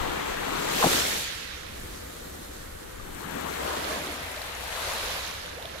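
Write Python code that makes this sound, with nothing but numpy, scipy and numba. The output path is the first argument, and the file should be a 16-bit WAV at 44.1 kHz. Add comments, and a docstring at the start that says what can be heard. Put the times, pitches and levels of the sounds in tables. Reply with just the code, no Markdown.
"""A sandy beach, where small waves break and wash up, heard by two spaced microphones.
Each breaker is a cloud of ringing bubbles over noise, from big gurgling pockets to fine foam, running along the shore.
The open sea is a smooth far hiss, two low tones waver as a hum, and a light wind is a swelling low rumble.
One wave slaps down on trapped air, heard as short ringing tones; later droplets burst as tiny rings with puffs of noise."""
import sys
import numpy as np
from scipy import signal
from scipy.fft import rfft, irfft, next_fast_len
from scipy.io import wavfile
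from scipy.ndimage import uniform_filter1d, map_coordinates
from numba import njit

SR = 44100
rng = np.random.default_rng(int(sys.argv[2]) if len(sys.argv) > 2 else 0)


def transcribe(signal):
    """Save signal, clipped to [-1, 1], as a 16-bit WAV file at the path in sys.argv[1]."""
    frames = np.atleast_2d(signal).T
    limited = np.clip(frames, -1, 1)
    pcm = np.round(limited * 32767).astype(np.int16)
    wavfile.write(sys.argv[1], SR, pcm)


N = 255780

# where the breaker stands, as the delay of the right microphone behind the left: t/s, delay/ms
BEARING = [(0, 0.9), (.8, 0.77), (1.3, 0.37), (2.8, 0.72), (3.3, 0.79), (3.7, 0.68), (4.1, 0.17),
           (4.7, 0.083), (5.2, -0.14), (5.8, -0.48)]
# bubble sizes, biggest first: low f/Hz, high f/Hz, bubbles/(1/s), life/cycles (before a random factor),
# share of bubbles against noise/0-1, patchiness/dB, level/dB, speed of dying/factor, reach of panning/factor, L-R/dB
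BUBBLE_SIZES = [(127, 369, 470, 3.65, 0.04, -1.5, 1.2, 1.57, 0.36, 1.5),
                (392.7, 920, 500, 4.8, 0.01, 1, 1.06, 1.82, 0.51, 3.5),
                (847, 1462, 600, 4.94, 0, 2.5, -2, 1.28, 2.02, 3.5),
                (1397, 2685, 700, 5.7, 0.05, 0.5, -1.47, 0.79, 2.05, -0.5),
                (2490, 6230, 900, 3.7, 0.04, 0, 0.34, 0.79, 1.2, -2),
                (4600, 9600, 900, 0.91, 0.11, 2, -0.2, 1.02, 1.82, -2),
                (8700, 10900, 1600, 2, 0.23, 1.5, -0.64, 1.4, 2.03, -2.5)]
# how alike the two microphones hear a sound: f/Hz, likeness/0-1
LIKENESS = [(100, 0.99), (400, 0.97), (1500, 0.19), (4000, 0.033), (15000, 0.055)]


def amp(db):
    """Turns decibels into a gain."""
    return 10 ** (np.asarray(db) / 20)


def unit(x):
    """Scales a sound to an average (RMS) strength of one."""
    return x / np.sqrt(np.mean(x ** 2) + 1e-20)


def along(points, hz):
    """Reads a curve of (f/Hz, value) points, with straight lines on a log frequency axis."""
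    f, v = np.transpose(points)
    return np.interp(np.log(hz + 1), np.log(f + 1), v)


def curves(rows):
    """Gives one value per sample for each column after the time."""
    s, *cols = np.transpose(rows)
    return [np.interp(np.arange(N) / SR, s, c) for c in cols]


def sides(pan_db):
    """Gives left and right gains for a level difference: positive is louder on the left."""
    return amp(np.array([pan_db / 2, -pan_db / 2]))


def filtered(x, response):
    """Multiplies the spectrum of a sound by a gain for each frequency."""
    m = next_fast_len(N + SR // 4)
    return irfft(rfft(x, m) * response(np.fft.rfftfreq(m, 1 / SR)), m)[..., :N]


def wobble(rate):
    """Draws a smooth random curve through a given number of random points a second."""
    points = rng.standard_normal(int(N * rate / SR) + 4)
    return map_coordinates(points, [np.arange(N) * rate / SR])


def rush(patchy_db, alike):
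    """Makes white stereo noise in patches of random gain; mixing mid and side sets how alike the channels are."""
    z = signal.stft(rng.standard_normal((2, N)), nperseg=512)[2]
    # smooth the random gains over frequency, then over time
    field = uniform_filter1d(rng.standard_normal(z.shape[1:]), 5, 0)
    field = uniform_filter1d(field, 9, 1)
    pair = signal.istft(z * amp(patchy_db * unit(field)), nperseg=512)[1][:, :N]

    def mid_side_gains(hz):
        angle = np.arccos(np.clip(along(alike, hz), -1, 1)) / 2
        return np.array([np.cos(angle), np.sin(angle)])

    mid, side = filtered(pair, mid_side_gains)
    return unit(np.array([mid + side, mid - side]))


def later(pair, ms):
    """Delays the right channel against the left, half on each side."""
    shift, n = ms * SR / 2000, np.arange(N)
    left = map_coordinates(pair[0], [n + shift])
    right = map_coordinates(pair[1], [n - shift])
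    return np.array([left, right])


@njit
def ring(rows, swell, n, sr):
    """Adds dying sines whose pitch glides; each swells in over a share of its 60 dB decay time (t60)."""
    out = np.zeros((2, n))
    # columns: t/s, level/dB, f/Hz, t60/s, pitch rise over t60/share, L-R/dB, right later/ms
    for s, db, hz, t60, glide, pan, ms in rows:
        for side in range(2):
            start = (s + (side - .5) * ms / 1000) * sr
            gain = 10 ** ((db + (.5 - side) * pan) / 20)
            for i in range(max(int(start) + 1, 0), min(int(start + t60 * sr), n)):
                age = (i - start) / sr / t60
                turns = hz * t60 * age * (1 + glide * age / 2)
                envelope = 10 ** (-3 * age) * (1 - np.exp(-age / swell))
                out[side, i] += gain * np.sin(2 * np.pi * turns) * envelope
    return out


def bubbles(lo_hz, hi_hz, rate, cycles):
    """Rings a cloud of bubbles of random pitch, level and place; each rises in pitch as it nears the surface."""
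    u = rng.random((int(rate * N / SR), 6))
    hz = lo_hz * (hi_hz / lo_hz) ** u[:, 1]
    size_db = 14 * u[:, 2] ** 2  # many faint ones, a few loud
    t60 = 3 * cycles * (.5 + u[:, 3]) / hz
    rise = 0.91 * u[:, 3]  # the more cycles a bubble lives, the more it rises
    pan_db, lag_ms = 12 * (u[:, 4] - .5), 0.87 * (u[:, 5] - .5)
    rows = np.array([u[:, 0] * N / SR, size_db, hz, t60, rise, pan_db, lag_ms])
    return unit(ring(np.ascontiguousarray(rows.T), 0.064, N, SR))


def breaking(lo_hz, hi_hz, size_db, dying, reach, lean_db):
    """Gives one bubble size its strength: every breaker rises, holds and falls as it runs along the shore."""
    # breakers: crest t/s, hold/s, level/dB, rise/(dB/s), fall/(dB/s) (before the speed of dying),
    # brightness/(dB/octave), narrowness/(dB/octave^2), L-R at the crest/dB and run/(L-R dB/s) (both before the reach),
    # plunge (extra level of the biggest bubbles)/dB, foam (extra level of the finest)/dB
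    breakers = [(0.0, 0.18, -35, 44, 17, -2.5, 1.38, 3.5, -9.5, -0.5, 3.5),
                (0.56, 0.36, -37.5, 30.5, 26.5, -2, 0.7, 6, -14.5, -2, -2.5),
                (0.78, 0.04, -38, 60, 60, -1.5, -0.5, 2.5, -3, -9, -11),
                (0.864, 0.12, -32.5, 55, 34.5, 1.8, 0.28, 1.3, -3, 0, -2),
                (0.9, 0.042, -40.5, 124, 164, 1.5, -0.5, -2, 0, -13, -11),
                (1.05, 0.15, -43, 39, 154.5, -1.5, 0, 1.5, -1, -8.5, 6.5),
                (1.786, 0.57, -55, 44, 6.5, -0.83, -1.29, 2.2, -1.5, -6.5, -2.5),
                (3.177, 0.2, -53.5, 59, 20, -1, 0, 7.5, -3, 5, -2),
                (3.33, 0.15, -45.5, 110, 60, -4.5, 0.5, 7.5, 7, -5, -9),
                (3.537, 0.074, -51, 66, 30, 1.5, 0.5, 2.5, 1, -11, 1),
                (3.627, 0.14, -49, 147, 80, -10, 2, 6, -1, -17, 0),
                (3.673, 0.043, -38, 33.5, 24.5, -2, 0.36, 1, -15.5, -10, 1.5),
                (3.855, 0.097, -37.5, 63, 54, -2, 0.8, -0.5, 0, -4, 4),
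                (4.053, 0.1, -44.5, 55, 46, -1.5, 0.5, 1.5, 7, -0.5, 2.5),
                (4.257, 0.14, -45, 23, 10, -2.1, 2.5, 4, 0, -13.5, 17.5),
                (4.78, 0.1, -44, 60.5, 40, -0.5, 1, 1, -5, -15, 3),
                (5.036, 0.16, -45, 80, 58, -2, 1.5, -1, -5, -11, 0),
                (4.902, 0.21, -37.5, 23, 32.5, 1.5, 1.26, 1, -7, -12.5, 1),
                (5.688, 0.4, -48, 6, 12, -1, 1, -2, -25, -10, 0.5)]
    middle_hz = 1500
    later_s = 0.0047  # smaller bubbles crest later, per octave
    run_s = (-0.39, 1)  # a breaker runs along the shore from before its crest until after it
    t = np.arange(N) / SR
    octave = np.log2(np.sqrt(lo_hz * hi_hz) / middle_hz)
    biggest, finest = lo_hz == BUBBLE_SIZES[0][0], lo_hz == BUBBLE_SIZES[-1][0]
    power = 0
    for s, hold, db, rise, fall, bright, narrow, pan, run, plunge_db, foam_db in breakers:
        age = t - s - later_s * octave
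        shape_db = rise * np.minimum(age, 0) - fall * dying * np.maximum(age - hold, 0)
        colour_db = bright * octave - narrow * octave ** 2 + plunge_db * biggest + foam_db * finest
        pan_db = lean_db + reach * (pan + run * np.clip(t - s, *run_s))
        power = power + (amp(db + size_db + colour_db + shape_db) * sides(pan_db)) ** 2
    return np.sqrt(power)


def surf():
    """Sounds each bubble size as single bubbles over the roar of countless others; colour follows the bearing."""
    # colour of a breaker ahead: f/Hz, level/dB
    froth = [(65, -40), (110, -10.5), (201, -8.5), (247, -6.5), (286, -4.5), (383, -4), (617, 0),
             (826, -0.5), (2700, 1.5), (3690, 1.5), (5250, -5), (6460, -9), (8650, -16.5), (11600, -14.5),
             (15800, -15)]
    # colour of a breaker on the left, coloured by the recorder's body: f/Hz, level/dB
    aside_colour = [(65, -38), (110, -9.5), (181, -12), (400, 1.5), (617, -6.5), (936, -3), (1300, -2.5),
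                    (1900, -4.5), (2700, -7.5), (3190, -7), (4930, -18), (7960, -18.5), (10200, -28.5),
                    (12300, -21.5), (14800, -25.5), (15800, -21)]
    # side balance of a breaker on the left: f/Hz, L-R/dB
    shade = [(1500, -1.5), (3000, 1.5), (5000, -4), (7000, 3.5), (9500, -6.5), (12000, 8.5), (15000, 12)]
    churn_db, churn_rate = .2, 22  # uneven surging: depth per octave above 400 Hz, random points a second
    bearing = curves(BEARING)[0]
    left = np.clip(bearing / 1.4, 0, 1)  # 0 is ahead, 1 is fully on the left
    total = 0
    for lo, hi, rate, cycles, share, patchy_db, *rule in BUBBLE_SIZES:
        single = np.sqrt(share) * bubbles(lo, hi, rate, cycles)
        cloud = single + np.sqrt(1 - share) * rush(patchy_db, LIKENESS)

        def ahead_gain(hz):
            band = 1 / np.sqrt((1 + (lo / (hz + 1)) ** 8) * (1 + (hz / hi) ** 8))
            return band * amp(along(froth, hz))

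        def aside_gain(hz):
            band = 1 / np.sqrt((1 + (lo / (hz + 1)) ** 8) * (1 + (hz / hi) ** 8))
            return band * amp(along(aside_colour, hz)) * sides(along(shade, hz))

        ahead = unit(filtered(cloud, ahead_gain))
        aside = unit(filtered(cloud, aside_gain))
        churn = amp(churn_db * np.log2(hi / 400) * wobble(churn_rate))
        total = total + breaking(lo, hi, *rule) * churn * (left * aside + (1 - left) * ahead)
    return later(total, bearing)


def sea():
    """Makes the far sea a smooth hiss from the right: shaped noise that reaches the right microphone first."""
    # colour of the far sea: f/Hz, level/dB
    sea_colour = [(56, -29), (95, 3), (131, 2.5), (254, -0.5), (398, 0.5), (500, 7), (620, -1.5),
                  (900, -5.5), (1350, -2), (1940, -5.5), (2400, -14.5), (4020, -25), (4870, -28),
                  (12000, -15), (14400, -26), (15200, -55), (15800, -70)]
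    # side balance of the far sea: f/Hz, L-R/dB
    sea_side = [(60, 5), (110, -2), (200, -0.5), (380, 2), (700, -4), (1290, -3), (2380, -10), (4400, -3),
                (8120, 5), (15000, -3.5)]
    hiss = filtered(rush(0.18, LIKENESS), lambda hz: amp(along(sea_colour, hz)) * sides(along(sea_side, hz)))
    return amp(-44) * later(unit(hiss), -0.74)


def lows():
    """Adds two sines wavering in pitch and strength to low wind noise, nearly alike in shape on both sides."""
    # tones of the hum: f/Hz, size of the pitch wander/Hz, level against each other/dB
    tones = [(65.9, 4.1, 7), (79, 3.66, 5)]
    # colour of the wind: f/Hz, level/dB
    buffet = [(8.8, -41), (15, -2.5), (59, -1.5), (79, -15), (100, -3.5), (130, -32), (220, -120)]
    # levels over time: t/s, hum level (before its swell)/dB, wind level (before a 6.5 dB lift)/dB, wind L-R/dB
    levels = [(0, -42, -48.5, 29), (.2, -45.5, -58, 15), (.35, -52.5, -51, 8), (.6, -51.5, -54, 9),
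              (.75, -50.5, -58, 10), (.87, -43.5, -55, 22), (1.0, -44.5, -62, 18), (1.4, -53.5, -58, 3),
              (1.75, -45, -50.5, -1), (2.15, -50, -57, 4), (2.6, -50, -53.5, 4.5), (3.05, -53.5, -53, 10),
              (3.4, -49.5, -57.5, 5), (4.0, -49, -61, -2), (4.25, -48, -63.5, 1), (4.6, -47.5, -56, 3),
              (4.8, -52, -56, 2), (5.4, -47.5, -57, 0), (5.8, -51, -59, 1.5)]
    hum_db, wind_db, wind_pan = curves(levels)
    hum = 0
    for hz, wander, db in tones:
        strength = amp(db + 2.8 * wobble(21.96))
        turns = np.cumsum(hz + wander * wobble(16)) / SR
        hum = hum + strength * np.sin(2 * np.pi * turns)
    hum_pair = later(unit(hum) * np.ones((2, 1)), np.full(N, 1.0))
    wind = unit(filtered(rush(1.6, [(30, 0.98)]), lambda hz: amp(along(buffet, hz))))
    swell_db = hum_db + 1 * wobble(4.39)  # swells by about 1 dB
    hum_part = amp(swell_db) * sides(0.92)[:, None] * hum_pair
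    return hum_part + amp(wind_db + 6.5) * sides(wind_pan) * wind


def pockets():
    """Rings air caught under the falling crest briefly; in many pockets pitch rises as they near the surface."""
    # single air pockets: t/s, level/dB, f/Hz, t60/s, pitch rise over t60/share, L-R/dB
    air = [(.809, -12, 470, .05, 0, 1), (.8268, 1, 1080, .011, 0, 1), (.827, -8, 1900, .007, 0, 1),
           (.830, -8, 660, .025, 0, 2), (.8360, -4, 900, .014, 0, 4), (.8385, -2, 1500, .005, 0, 2),
           (.8428, 3, 730, .011, 0, 7), (.8415, -7, 210, .025, 0, 0), (.8465, -4, 480, .014, 0, 4),
           (.8550, -6, 760, .012, 0, 8), (.8575, -4, 170, .05, .1, 1), (.8620, -3, 330, .010, 0, 5),
           (.8625, -9, 950, .008, 0, 4), (.860, -20, 105, .05, 0, 1), (.8585, -11, 300, .02, 0, 3),
           (.8675, -5, 520, .016, 0, 4), (.8485, -9, 950, .012, 0, 4), (.8675, -8, 900, .012, 0, 3),
           (.873, -10, 260, .02, 0, 2), (.887, -13, 1300, .012, 0, 2), (.912, -17, 430, .04, 0, 2),
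           (2.997, -24, 1170, .03, .1, 3), (3.25, -29, 170, .09, .5, -2), (3.285, -28, 200, .07, .5, -2),
           (3.345, -25, 450, .05, .3, 2), (3.47, -27, 480, .05, .3, 3), (3.615, -22, 560, .05, .3, 4),
           (3.65, -24, 620, .06, 0, 4), (3.675, -22, 370, .06, .3, 4), (3.708, -15.5, 990, .025, .2, 8),
           (3.84, -27, 470, .09, .9, -6), (3.885, -26, 270, .08, .3, -3), (3.897, -18.5, 615, .09, .1, -5),
           (3.915, -25, 420, .06, .3, -3), (3.93, -22, 620, .06, .1, -5), (3.955, -24, 520, .07, 0, -3),
           (3.99, -28, 560, .06, 0, -2), (4.07, -26, 290, .1, .1, 0), (4.122, -27, 470, .05, .1, 0),
           (4.2, -26, 670, .04, .1, 2), (4.368, -21, 590, .045, .3, 5), (4.825, -28, 600, .06, .2, 2),
           (4.935, -24, 850, .05, .2, 0), (4.97, -25, 520, .04, .2, 0), (5.035, -21, 460, .05, .2, 0),
           (4.76, -26, 650, .05, .3, 2), (4.855, -26, 1200, .03, .2, 0), (5.042, -24, 1100, .03, .2, 0),
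           (5.085, -25, 480, .05, .5, 0), (5.135, -29, 620, .05, .3, 0), (5.172, -28, 750, .04, .3, -2),
           (5.445, -32, 530, .04, .3, 0), (5.566, -27, 470, .04, 0, 0), (5.574, -25, 400, .08, 3, 0),
           (5.61, -31, 450, .05, 1, 0), (5.647, -20.5, 560, .035, .8, 0), (5.677, -31, 660, .03, 0, 0),
           (5.745, -28, 480, .04, .8, 0), (5.755, -25, 600, .04, .3, 0)]
    # a scatter of lesser pockets: span in s, loudest level in dB, top pitch in Hz falling over the span
    slap_s, slap_db, slap_hz = (.822, 0.95), -14.5, (2170, 450)
    # a fainter, shorter ring of equal or higher pitch follows each single pocket and roughens it:
    # greatest delay in t60s, level against the pocket in dB, greatest step up in octaves
    echo_late, echo_db, echo_octaves = .5, -11, .9
    u = rng.random((14, 4))
    hz = slap_hz[0] * (slap_hz[1] / slap_hz[0]) ** u[:, 0] / 2 ** (1.5 * u[:, 1])
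    s = slap_s[0] + (slap_s[1] - slap_s[0]) * u[:, 0]
    lesser = np.array([s, slap_db - 8 * u[:, 2], hz, 9 / hz, 0 * s, 6 * u[:, 3]]).T

    v = rng.random((len(air), 3))
    s, db, hz, t60, glide, pan = np.transpose(air)
    follower_s = s + echo_late * t60 * v[:, 0]
    follower_hz = hz * 2 ** (echo_octaves * v[:, 1])
    follower_pan = pan + 8 * (v[:, 2] - .5)
    followers = np.array([follower_s, db + echo_db, follower_hz, .5 * t60, glide, follower_pan]).T

    rows = np.concatenate([air, followers, lesser])
    lag_ms = .28 * np.interp(rows[:, 0], *np.transpose(BEARING))  # a share of the breaker's delay
    return ring(np.column_stack([rows, lag_ms]), .15, N, SR)


def spits():
    """Bursts droplets close by: a tiny bubble rings for a few cycles, with a puff of bright noise."""
    # bursting droplets: t/s, level (before ring and puff offsets)/dB, L-R/dB, f/Hz
    bursts = [(3.1486, -29, 7.5, 8200), (3.31, -29, 3, 12000), (3.355, -35, 3, 12500),
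              (3.41, -28, 8, 11500), (3.485, -31, 7.5, 6470), (3.5397, -26, 8, 4160),
              (3.7065, -28, -5, 6500), (3.844, -23, -5, 4430), (4.0705, -22, -2, 3420),
              (4.097, -30, -4.5, 2600), (4.3166, -30, 2.5, 9500), (4.3639, -28, 0.5, 3800),
              (4.4187, -25, 10, 4400), (4.4233, -27, 2.5, 9450), (4.526, -34, 5, 3380),
              (4.727, -23, 4.5, 2740), (4.937, -24, -2, 10000), (5.106, -28, 0, 10500),
              (5.3012, -35.5, -5, 3780), (5.4655, -33.5, 0, 8770), (5.626, -26, -6, 3610),
              (5.6559, -23.5, -5.5, 3270), (5.7881, -32, -14, 3500)]
    spray_hz, spray_s, spray_db = 4200, (3.2, 5.8), -32  # fainter ones: middle pitch, span, middle level
    puff_db = 2  # per octave: the smaller the droplet, the more puff against ring
    u = rng.random((18, 4))
    s = spray_s[0] + (spray_s[1] - spray_s[0]) * u[:, 0]
    u = u - .5
    faint = np.array([s, spray_db + 8 * u[:, 1], 12 * u[:, 2], spray_hz * 2 ** (1.5 * u[:, 3])]).T
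    drops = np.concatenate([bursts, faint])
    rows = np.array([(s, db + 3.5, hz, 14 / hz, .3, pan, pan / 20) for s, db, pan, hz in drops])

    puffs, t = np.zeros((2, N + SR)), np.arange(400) / SR
    for s, db, pan, hz in drops:
        level_db = db - 6.5 + puff_db * np.log2(hz / 8000) - 60 * t / 0.0051  # dies by 60 dB in 5.1 ms
        puff = sides(pan)[:, None] * amp(level_db) * rng.standard_normal((2, len(t)))
        start = round(s * SR)
        puffs[:, start:start + len(t)] += puff
    bright = lambda hz: 1 / (1 + (4000 / (hz + 1)) ** 4) / (1 + (hz / 13000) ** 6)
    return ring(rows, 0.033, N, SR) + filtered(puffs[:, :N], bright)


def scene():
    """Adds all the sounds of the beach."""
    return surf() + sea() + lows() + pockets() + spits()


def record(dry):
    """Colours each microphone's channel by its own treble dips and peaks and keeps nothing above a band limit."""
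    # treble of each microphone: f/Hz, left level/dB, right level/dB
    ports = [(2980, -1, -1), (4220, 0.5, 1), (4950, -5, 0), (5860, -1.5, 1), (7060, 1, 2), (8440, 4, -8.5),
             (9300, -0.5, 1), (10200, 1, 0.5), (11600, 1, 1), (13000, 2, 1), (14300, 7.5, 2),
             (15800, 0, -8)]
    top_hz = 15800
    hz_at, *gains_db = np.transpose(ports)
    return filtered(dry, lambda hz: amp([np.interp(hz, hz_at, db) for db in gains_db]) * (hz < top_hz))


dry = scene()
out = record(dry)
transcribe(out)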